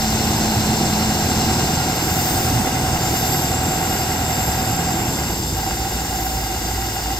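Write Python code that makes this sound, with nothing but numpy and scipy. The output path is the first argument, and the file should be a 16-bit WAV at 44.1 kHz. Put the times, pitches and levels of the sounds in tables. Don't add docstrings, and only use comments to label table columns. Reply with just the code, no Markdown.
import sys
import numpy as np
from scipy import signal
from scipy.fft import rfft, irfft
from scipy.io import wavfile

SR = 44100
rng = np.random.default_rng(int(sys.argv[2]) if len(sys.argv) > 2 else 0)


def master_out(mix):
    frames = np.transpose(np.atleast_2d(mix))
    ceiling = np.clip(frames, -1, 1)
    pcm = np.round(ceiling * 32767).astype(np.int16)
    wavfile.write(sys.argv[1], SR, pcm)


N = 317079
TIME = np.arange(N) / SR
FREQS = np.fft.rfftfreq(N, 1 / SR)

# pitch_hz, width_hz, level_db
BLOCK_MODES = [(760, 53, 7), (814, 49, -1), (867, 37, -0.5), (1046, 62, -9.5)]
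# start_s, rise_s, fall_s, hiss_db, jet_db
OIL_SURGES = [(1.0, 0.63, 0.45, 1, -4), (1.85, 0.44, 0.45, 2, 10.5), (2.92, 0.32, 0.38, 2.5, 10),
              (3.6, 0.27, 0.37, 1, 6), (4.15, 0.26, 0.41, .5, 8), (6.0, 0.2, 0.32, -0.5, 5.5)]


def gain_of(db):
    return 10 ** (np.asarray(db) / 20)

def unit_rms(x):
    return x / np.sqrt(np.mean(x ** 2) + 1e-20)

def over_time(rows):
    time_s, *columns = np.transpose(rows)
    return [np.interp(TIME, time_s, column) for column in columns]

def over_frequency(points):
    hz, value = np.transpose(points)
    return np.interp(np.log(FREQS + 1), np.log(hz + 1), value)

def coloured(x, spectrum):
    return unit_rms(irfft(rfft(x) * gain_of(over_frequency(spectrum)), N))

def ring(x, modes):
    power = sum(gain_of(db) ** 2 / (1 + ((FREQS ** 2 - hz ** 2) / (width * FREQS + 1e-6)) ** 2)
                for hz, width, db in modes)
    cepstrum = irfft(.5 * np.log(power + 1e-10), N)
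    minimum_phase = np.exp(rfft(2 * cepstrum[:N // 2], N))
    return unit_rms(irfft(rfft(x) * minimum_phase, N))

def drift(hz, size=16384):
    step_s = N / SR / size
    lowpass = np.exp(-(np.fft.rfftfreq(size, step_s) / hz) ** 2)
    slow = irfft(rfft(rng.standard_normal(size)) * lowpass)
    return np.interp(TIME, np.arange(size) * step_s, unit_rms(slow))

def swell(start_s, rise_s, hold_s, fall_s):
    ramp = np.minimum((TIME - start_s) / rise_s, 1 + (start_s + rise_s + hold_s - TIME) / fall_s)
    return np.sin(np.pi / 2 * np.clip(ramp, 0, 1)) ** 2

def swings(rows):
    return sum(np.outer(levels_db, swell(start_s, rise_s, 0, fall_s))
               for start_s, rise_s, fall_s, *levels_db in rows)

def lagged(x, lag_s):
    keep = np.exp(-1 / (lag_s * SR))
    return x[0] + signal.lfilter([1 - keep], [1, -keep], x - x[0])

def idling(speed):
    return (speed.max() - speed) / np.ptp(speed)

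def cyclic(turns, rough, size=4096):
    repeat = np.interp(turns % 1, np.arange(size) / size, rng.standard_normal(size))
    rough = np.clip(rough, 0, 1)
    return np.sqrt(1 - rough) * unit_rms(repeat) + np.sqrt(rough) * rng.standard_normal(N)

def tones(turns, orders, waver_db, slip_rad=0.0):
    out = np.zeros(N)
    for order, db in orders:
        peak = np.sqrt(2) * gain_of(db + waver_db * drift(4.5))
        out += peak * np.sin(2 * np.pi * (order * turns + rng.random()) + slip_rad * drift(11.4))
    return out

def yard(direct, diffuse, delay_s=.012):
    # frequency_hz, coherence
    width = [(50, .995), (400, .985), (800, .95), (1250, .5), (1550, .75), (2600, .55), (3800, .45),
             (4250, .88), (5100, .75), (5900, .4), (7300, .88), (8700, .8), (9300, .99), (10800, .99),
             (11500, .7), (12600, .98), (14000, .95), (15200, .65)]
    # frequency_hz, left_lead_rad
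    lead = [(300, 0), (800, .6), (1900, .4), (2400, 2.1), (3100, 2.7), (4150, 6.2), (5100, 6.9),
            (5450, 9.4), (5650, 8.3), (5800, 6.3), (6250, 3.1), (6750, .1), (8100, -.6), (8600, -1.4),
            (9100, -3.1), (10900, -3.15), (11400, -3.6), (11800, -4.9), (12400, -6.28), (14800, -6.5),
            (15500, -8.7)]
    # frequency_hz, left_minus_right_db
    balance = [(50, -1), (400, -0.5), (780, -3), (1200, 0), (2200, -4), (3500, 1), (5200, -.5), (5650, 5),
               (6300, 8.5), (7000, 2.5), (7400, 2), (9000, 0), (12000, 0)]
    side = np.array([[1], [-1]])
    coherence = over_frequency(width)
    wash = rfft(diffuse) * np.exp(-2j * np.pi * FREQS * delay_s)
    paths = np.sqrt((1 + coherence) / 2) * rfft(direct) + side * np.sqrt((1 - coherence) / 2) * wash
    placement = gain_of(side * over_frequency(balance) / 2) * np.exp(.5j * side * over_frequency(lead))
    return irfft(paths * placement, N)

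def thumps():
    # start_s, pitch_hz, peak_db, swell_s
    body_thumps = [(.562, 116, -15, 0.016), (.685, 118, -14.5, 0.016), (1.121, 163, -24, 0.023),
                   (1.465, 85, -17.5, 0.016), (2.061, 121, -21, .012), (2.516, 270, -17.5, 0.0047),
                   (2.535, 120, -13.5, .016), (2.595, 214, -12, 0.0051), (2.723, 252, -17, 0.0082),
                   (2.895, 122, -21, .014), (3.04, 166, -20.5, 0.023), (3.365, 145, -20, 0.015),
                   (3.679, 159, -14.5, 0.0064), (4.48, 73, -17.5, .012), (4.689, 119, -16, 0.012),
                   (5.002, 96, -17, 0.0085), (5.085, 165, -18.5, 0.01)]
    out = np.zeros(N)
    for start_s, hz, peak_db, swell_s in body_thumps:
        age = np.maximum(TIME - start_s, 0)
        envelope = age / swell_s * np.exp(1 - age / swell_s)
        out += gain_of(peak_db) * envelope * np.sin(2 * np.pi * hz * age)
    return out

def pump_load(hold_s=1.54, release_s=.6):
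    return np.clip(1 - (TIME - hold_s) / release_s, 0, 1)

def pump(waver_hz=2.5, waver_db=1.3, octave_db=-18, spurt_db=-30):
    # time_s, pitch_hz, level_db
    hum_course = [(0, 217.4, -25), (.1, 214.5, -21), (.21, 221.6, -23.5), (.44, 214, -23.5),
                  (1.05, 215.7, -21.5), (1.45, 218, -25.5), (1.6, 222.4, -27), (1.8, 216.4, -35.5),
                  (2, 235.5, -73)]
    # pitch_hz, width_hz, level_db
    pipe_modes = [(2710, 570, -4), (4160, 340, 2.5), (5100, 260, 4), (5720, 220, 2), (7400, 1200, -4.5)]
    hz, hum_db = over_time(hum_course)
    angle = 2 * np.pi * np.cumsum(hz + waver_hz * drift(18.7)) / SR
    hum = gain_of(hum_db + waver_db * drift(13)) * (np.sin(angle) + gain_of(octave_db) * np.sin(2 * angle))
    spurts = rng.standard_normal(N) * (1 + np.cos(angle))
    return hum + np.sqrt(pump_load()) * gain_of(spurt_db) * ring(spurts, pipe_modes)

def valve_jet(speed, flutter_db=1.8):
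    # time_s, pitch_hz
    jet_pitch = [(0, 7480), (1.7, 7520), (2, 7380), (2.25, 7150), (2.5, 6920), (2.75, 6740), (2.95, 7150),
                 (3.25, 7400), (3.6, 7520), (4.4, 7470), (5.4, 7400), (6.2, 7180), (7.2, 7130)]
    # pitch_ratio, width_hz, level_db, open_change_db, idle_change_db, surge_share
    bands = [(1, 460, 0, -7.5, -7, .2), (1.18, 500, -15, 10.5, 3, .25), (1.44, 520, -8, 2, 2, .6),
             (1.69, 560, -7, -1.5, .5, .8), (1.9, 480, -17, 3, 3, 1), (2.16, 400, -15, 2, 0, 1)]
    # start_s, rise_s, hold_s, fall_s
    wide_open = (2.11, 0.2, 0.53, 0.23)
    hz, = over_time(jet_pitch)
    opening = swell(*wide_open)
    idle_flow = lagged(idling(speed), lag_s=.62)
    _, surge_db = swings(OIL_SURGES)
    jet_db = -33 - 1.5 * pump_load()
    out = np.zeros(N)
    for ratio, width_hz, db, open_db, idle_db, share in bands:
        change_db = open_db * opening + idle_db * idle_flow + share * surge_db + flutter_db * drift(23)
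        angle = 2 * np.pi * np.cumsum(ratio * hz) / SR
        rush = drift(width_hz) * np.cos(angle) + drift(width_hz) * np.sin(angle)
        out += gain_of(jet_db + db + change_db) * rush
    return out

def oil(speed, ease_db_per_s=-.5):
    # pitch_hz, width_hz, level_db
    valve_modes = [(3577, 290, -1.5), (4177, 73, -2.5), (5160, 310, -5), (5610, 110, 1.5), (6330, 165, 1),
                   (7410, 920, -5), (8250, 89, -5)]
    # frequency_hz, level_db
    hiss_spectrum = [(1200, -.5), (2500, 0), (3300, 2.5), (5000, 3), (7000, 0), (8500, 4.5), (10000, 4.5),
                     (13000, 2), (14000, -3), (15200, 0), (16000, -5)]
    # frequency_hz, level_db
    lift_spectrum = [(3800, -30), (4500, -8.5), (4750, 3), (4950, 4), (5150, 5), (5450, -26), (6500, -47)]
    surge_db, _ = swings(OIL_SURGES)
    hiss_db = -26 + ease_db_per_s * TIME + surge_db
    valve_noise, wash_noise, lift_noise = rng.standard_normal((3, N))
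    valves = gain_of(hiss_db - 3.7 + .7 * drift(40)) * ring(valve_noise, valve_modes)
    wash = gain_of(hiss_db - 4.5) * coloured(wash_noise, hiss_spectrum)
    lift = gain_of(-36.5 + 2 * surge_db + 1.3 * drift(25)) * coloured(lift_noise, lift_spectrum)
    return valves + wash + lift + valve_jet(speed)

def exhaust(turns, speed, take_up_s=.2, ease_db_per_s=-.74):
    # start_s, rise_s, fall_s, change_db
    pulls = [(.2, 0.14, 1, 2), (1.2, 0.33, 0.33, 2), (2.42, 0.22, 0.62, 1.5), (2.9, 0.69, 1, 0.5),
             (4.4, 0.83, 1.7, 2)]
    # frequency_hz, level_db
    gas_spectrum = [(15, -66), (30, -41), (60, -11), (100, 1), (130, 0), (175, -0.5), (260, -2), (300, -4),
                    (350, -4), (420, -7), (480, -10), (590, -14), (900, -9), (2000, -37)]
    # cycle_multiple, level_db
    gas_orders = [(4, -31), (6, -19.5), (10, -17.5), (12, -13), (16, -11.5), (24, -16), (32, -20)]
    # cycle_multiple, level_db
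    boom_orders = [(8, -32.5), (16, -45.5)]
    # frequency_hz, level_db
    rumble_spectrum = [(10, -56), (25, -44), (38, -19), (52, 1.5), (70, -5.5), (110, -5.5), (200, -34),
                       (340, -8), (500, -30.5), (1500, -56)]
    idle = lagged(idling(speed), lag_s=.26)
    unloaded = np.maximum(1 - TIME / take_up_s, 0)
    pull_db, = swings(pulls)
    roar_db = -22 - 3.5 * unloaded + ease_db_per_s * TIME - 5 * idle + pull_db
    puffs = cyclic(turns, rough=.898) * (1 + .2 * np.cos(2 * np.pi * 4 * turns))
    gas = gain_of(-1.2) * coloured(puffs, gas_spectrum) + tones(turns, gas_orders, waver_db=3)
    boom = tones(turns, boom_orders, waver_db=.4)
    rumble = gain_of(-32) * coloured(rng.standard_normal(N), rumble_spectrum)
    return gain_of(roar_db) * gas + gain_of(1.5 * idle) * (boom + rumble)

def crank(cycle_zero_s=2.385, wander=.0008):
    # time_s, cycle_rate_hz
    speed_course = [(0, 9.3), (.25, 9.65), (.55, 10.06), (.8, 10.24), (1.1, 10.31), (2, 10.33),
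                    (2.4, 10.36), (5.05, 10.37), (5.25, 8.6), (5.5, 7), (5.75, 7.22), (6.1, 7.17),
                    (7.2, 7.15)]
    speed, = over_time(speed_course)
    turns = np.cumsum(speed * (1 + wander * drift(6))) / SR
    return turns - np.interp(cycle_zero_s, TIME, turns), speed

def governor(speed, ease_db_per_s=-.1141):
    # start_s, onset_s, recovery_s, knock_change_db
    fuel_changes = [(5.02, 0.13, 0.069, -6.5), (5.26, 0.22, 0.12, -13), (5.62, 0.061, 0.054, 4.5)]
    fuel_db, = swings(fuel_changes)
    knock_db = -27.5 + .2 * idling(speed) + fuel_db
    clatter_db = -29 - 1.3 * idling(speed) + ease_db_per_s * TIME + .34 * fuel_db
    return knock_db, clatter_db

def block_drone(turns, speed, waver_hz=28, waver_db=2):
    knock_db, _ = governor(speed)
    angle = 2 * np.pi * np.cumsum(BLOCK_MODES[0][0] + waver_hz * drift(60.6)) / SR
    throb = 1 + .3 * np.cos(4 * np.pi * turns)
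    peak = np.sqrt(2) * gain_of(knock_db - 8 + waver_db * drift(30))
    return idling(speed) * throb * peak * np.sin(angle)

def blows(turns, loose_s=.00027, vary_db=1.7, cycle_count=80):
    # cycle_fraction, level_db
    knocks = [(0.099, -1.5), (0.161, -5), (0.392, 1), (.63, -1), (0.71, -13), (0.808, -2.5), (0.898, -6.5),
              (.96, 1.5)]
    force = np.zeros(N)
    cycles = np.floor(turns[0]) + np.arange(cycle_count)
    for place, db in knocks:
        late, strong = rng.standard_normal((cycle_count, 2)).T
        due_s = np.interp(cycles + place, turns, TIME, left=-1, right=-1)
        at = np.round((due_s + loose_s * late) * SR).astype(int)
        heard = (at >= 0) & (at < N)
        force[at[heard]] += gain_of(db + vary_db * strong[heard])
    return force

def engine(turns, speed, force, rattle_s=.0033, settle_start_s=1.42, settle_s=.99):
    # cycle_multiple, level_db
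    gear_orders = [(60, -4), (61, -2), (67, 2.5), (71, -3.5), (73, -.5), (75, -10), (77, -6), (79, -7),
                   (80, -4), (81, -5), (84, -3), (88, -2.5), (104, -5), (106, -3), (108, -5), (110, -5)]
    # pitch_hz, width_hz, level_db
    cover_modes = [(1301, 31, 0.5), (1438, 62, 2.5), (1610, 54, 2), (1928, 60, 0.5), (2080, 60, 2),
                   (2570, 450, -14.5), (2686, 200, 0), (2843, 21, 8)]
    # cycle_multiple, level_db
    cover_orders = [(120, -20), (136, -8.5), (141, -32), (149, -20)]
    # frequency_hz, level_db
    fan_spectrum = [(150, 7), (350, -6), (480, 2.5), (600, 2.5), (950, 2.5), (1150, -3), (1500, 3.5),
                    (1780, -4.5), (2100, 0), (3100, -3.5), (4500, -19), (9000, -51)]
    knock_db, clatter_db = governor(speed)
    pace, idle = speed / speed.max(), idling(speed)
    unsettled = np.clip(1 - (TIME - settle_start_s) / settle_s, 0, 1)
    shake = unit_rms(signal.lfilter([1], [1, -np.exp(-1 / (rattle_s * SR))], force))
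    rattle = unit_rms(cyclic(turns, rough=.37 + .63 * idle) * (1.4 + shake))
    knocking = unit_rms(force) + gain_of(6.5) * rattle
    block = gain_of(knock_db - 7 + 3 * idle + 4 * unsettled) * ring(knocking, BLOCK_MODES)
    teeth = tones(turns, gear_orders, waver_db=.5, slip_rad=.12)
    gears = gain_of(knock_db - 1 - 2 * unsettled) * pace ** 2.1 * ring(teeth, BLOCK_MODES)
    gears *= 1 + .25 * np.cos(2 * np.pi * turns)
    covers = gain_of(clatter_db - 4) * ring(cyclic(turns, rough=.69) * (1.8 + shake), cover_modes)
    singing = gain_of(knock_db - 12.5) * pace ** 12 * tones(turns, cover_orders, waver_db=3.5)
    fan = gain_of(clatter_db - 1.5) * pace ** 2.1 * coloured(cyclic(turns, rough=.67), fan_spectrum)
    return block + gears + covers + singing + fan

def mixer(turns, speed, force):
    diesel = engine(turns, speed, force) + block_drone(turns, speed) + exhaust(turns, speed)
    return diesel + thumps() + pump() + oil(speed)

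def scene():
    turns, speed = crank()
    force = blows(turns)
    return yard(direct=mixer(turns, speed, force), diffuse=mixer(turns, speed, force))

def record(dry):
    lowpass = signal.firwin(511, 15700, window=("kaiser", 9), fs=SR)
    return signal.oaconvolve(dry, lowpass[None], "same")


dry = scene()
out = record(dry)
master_out(out)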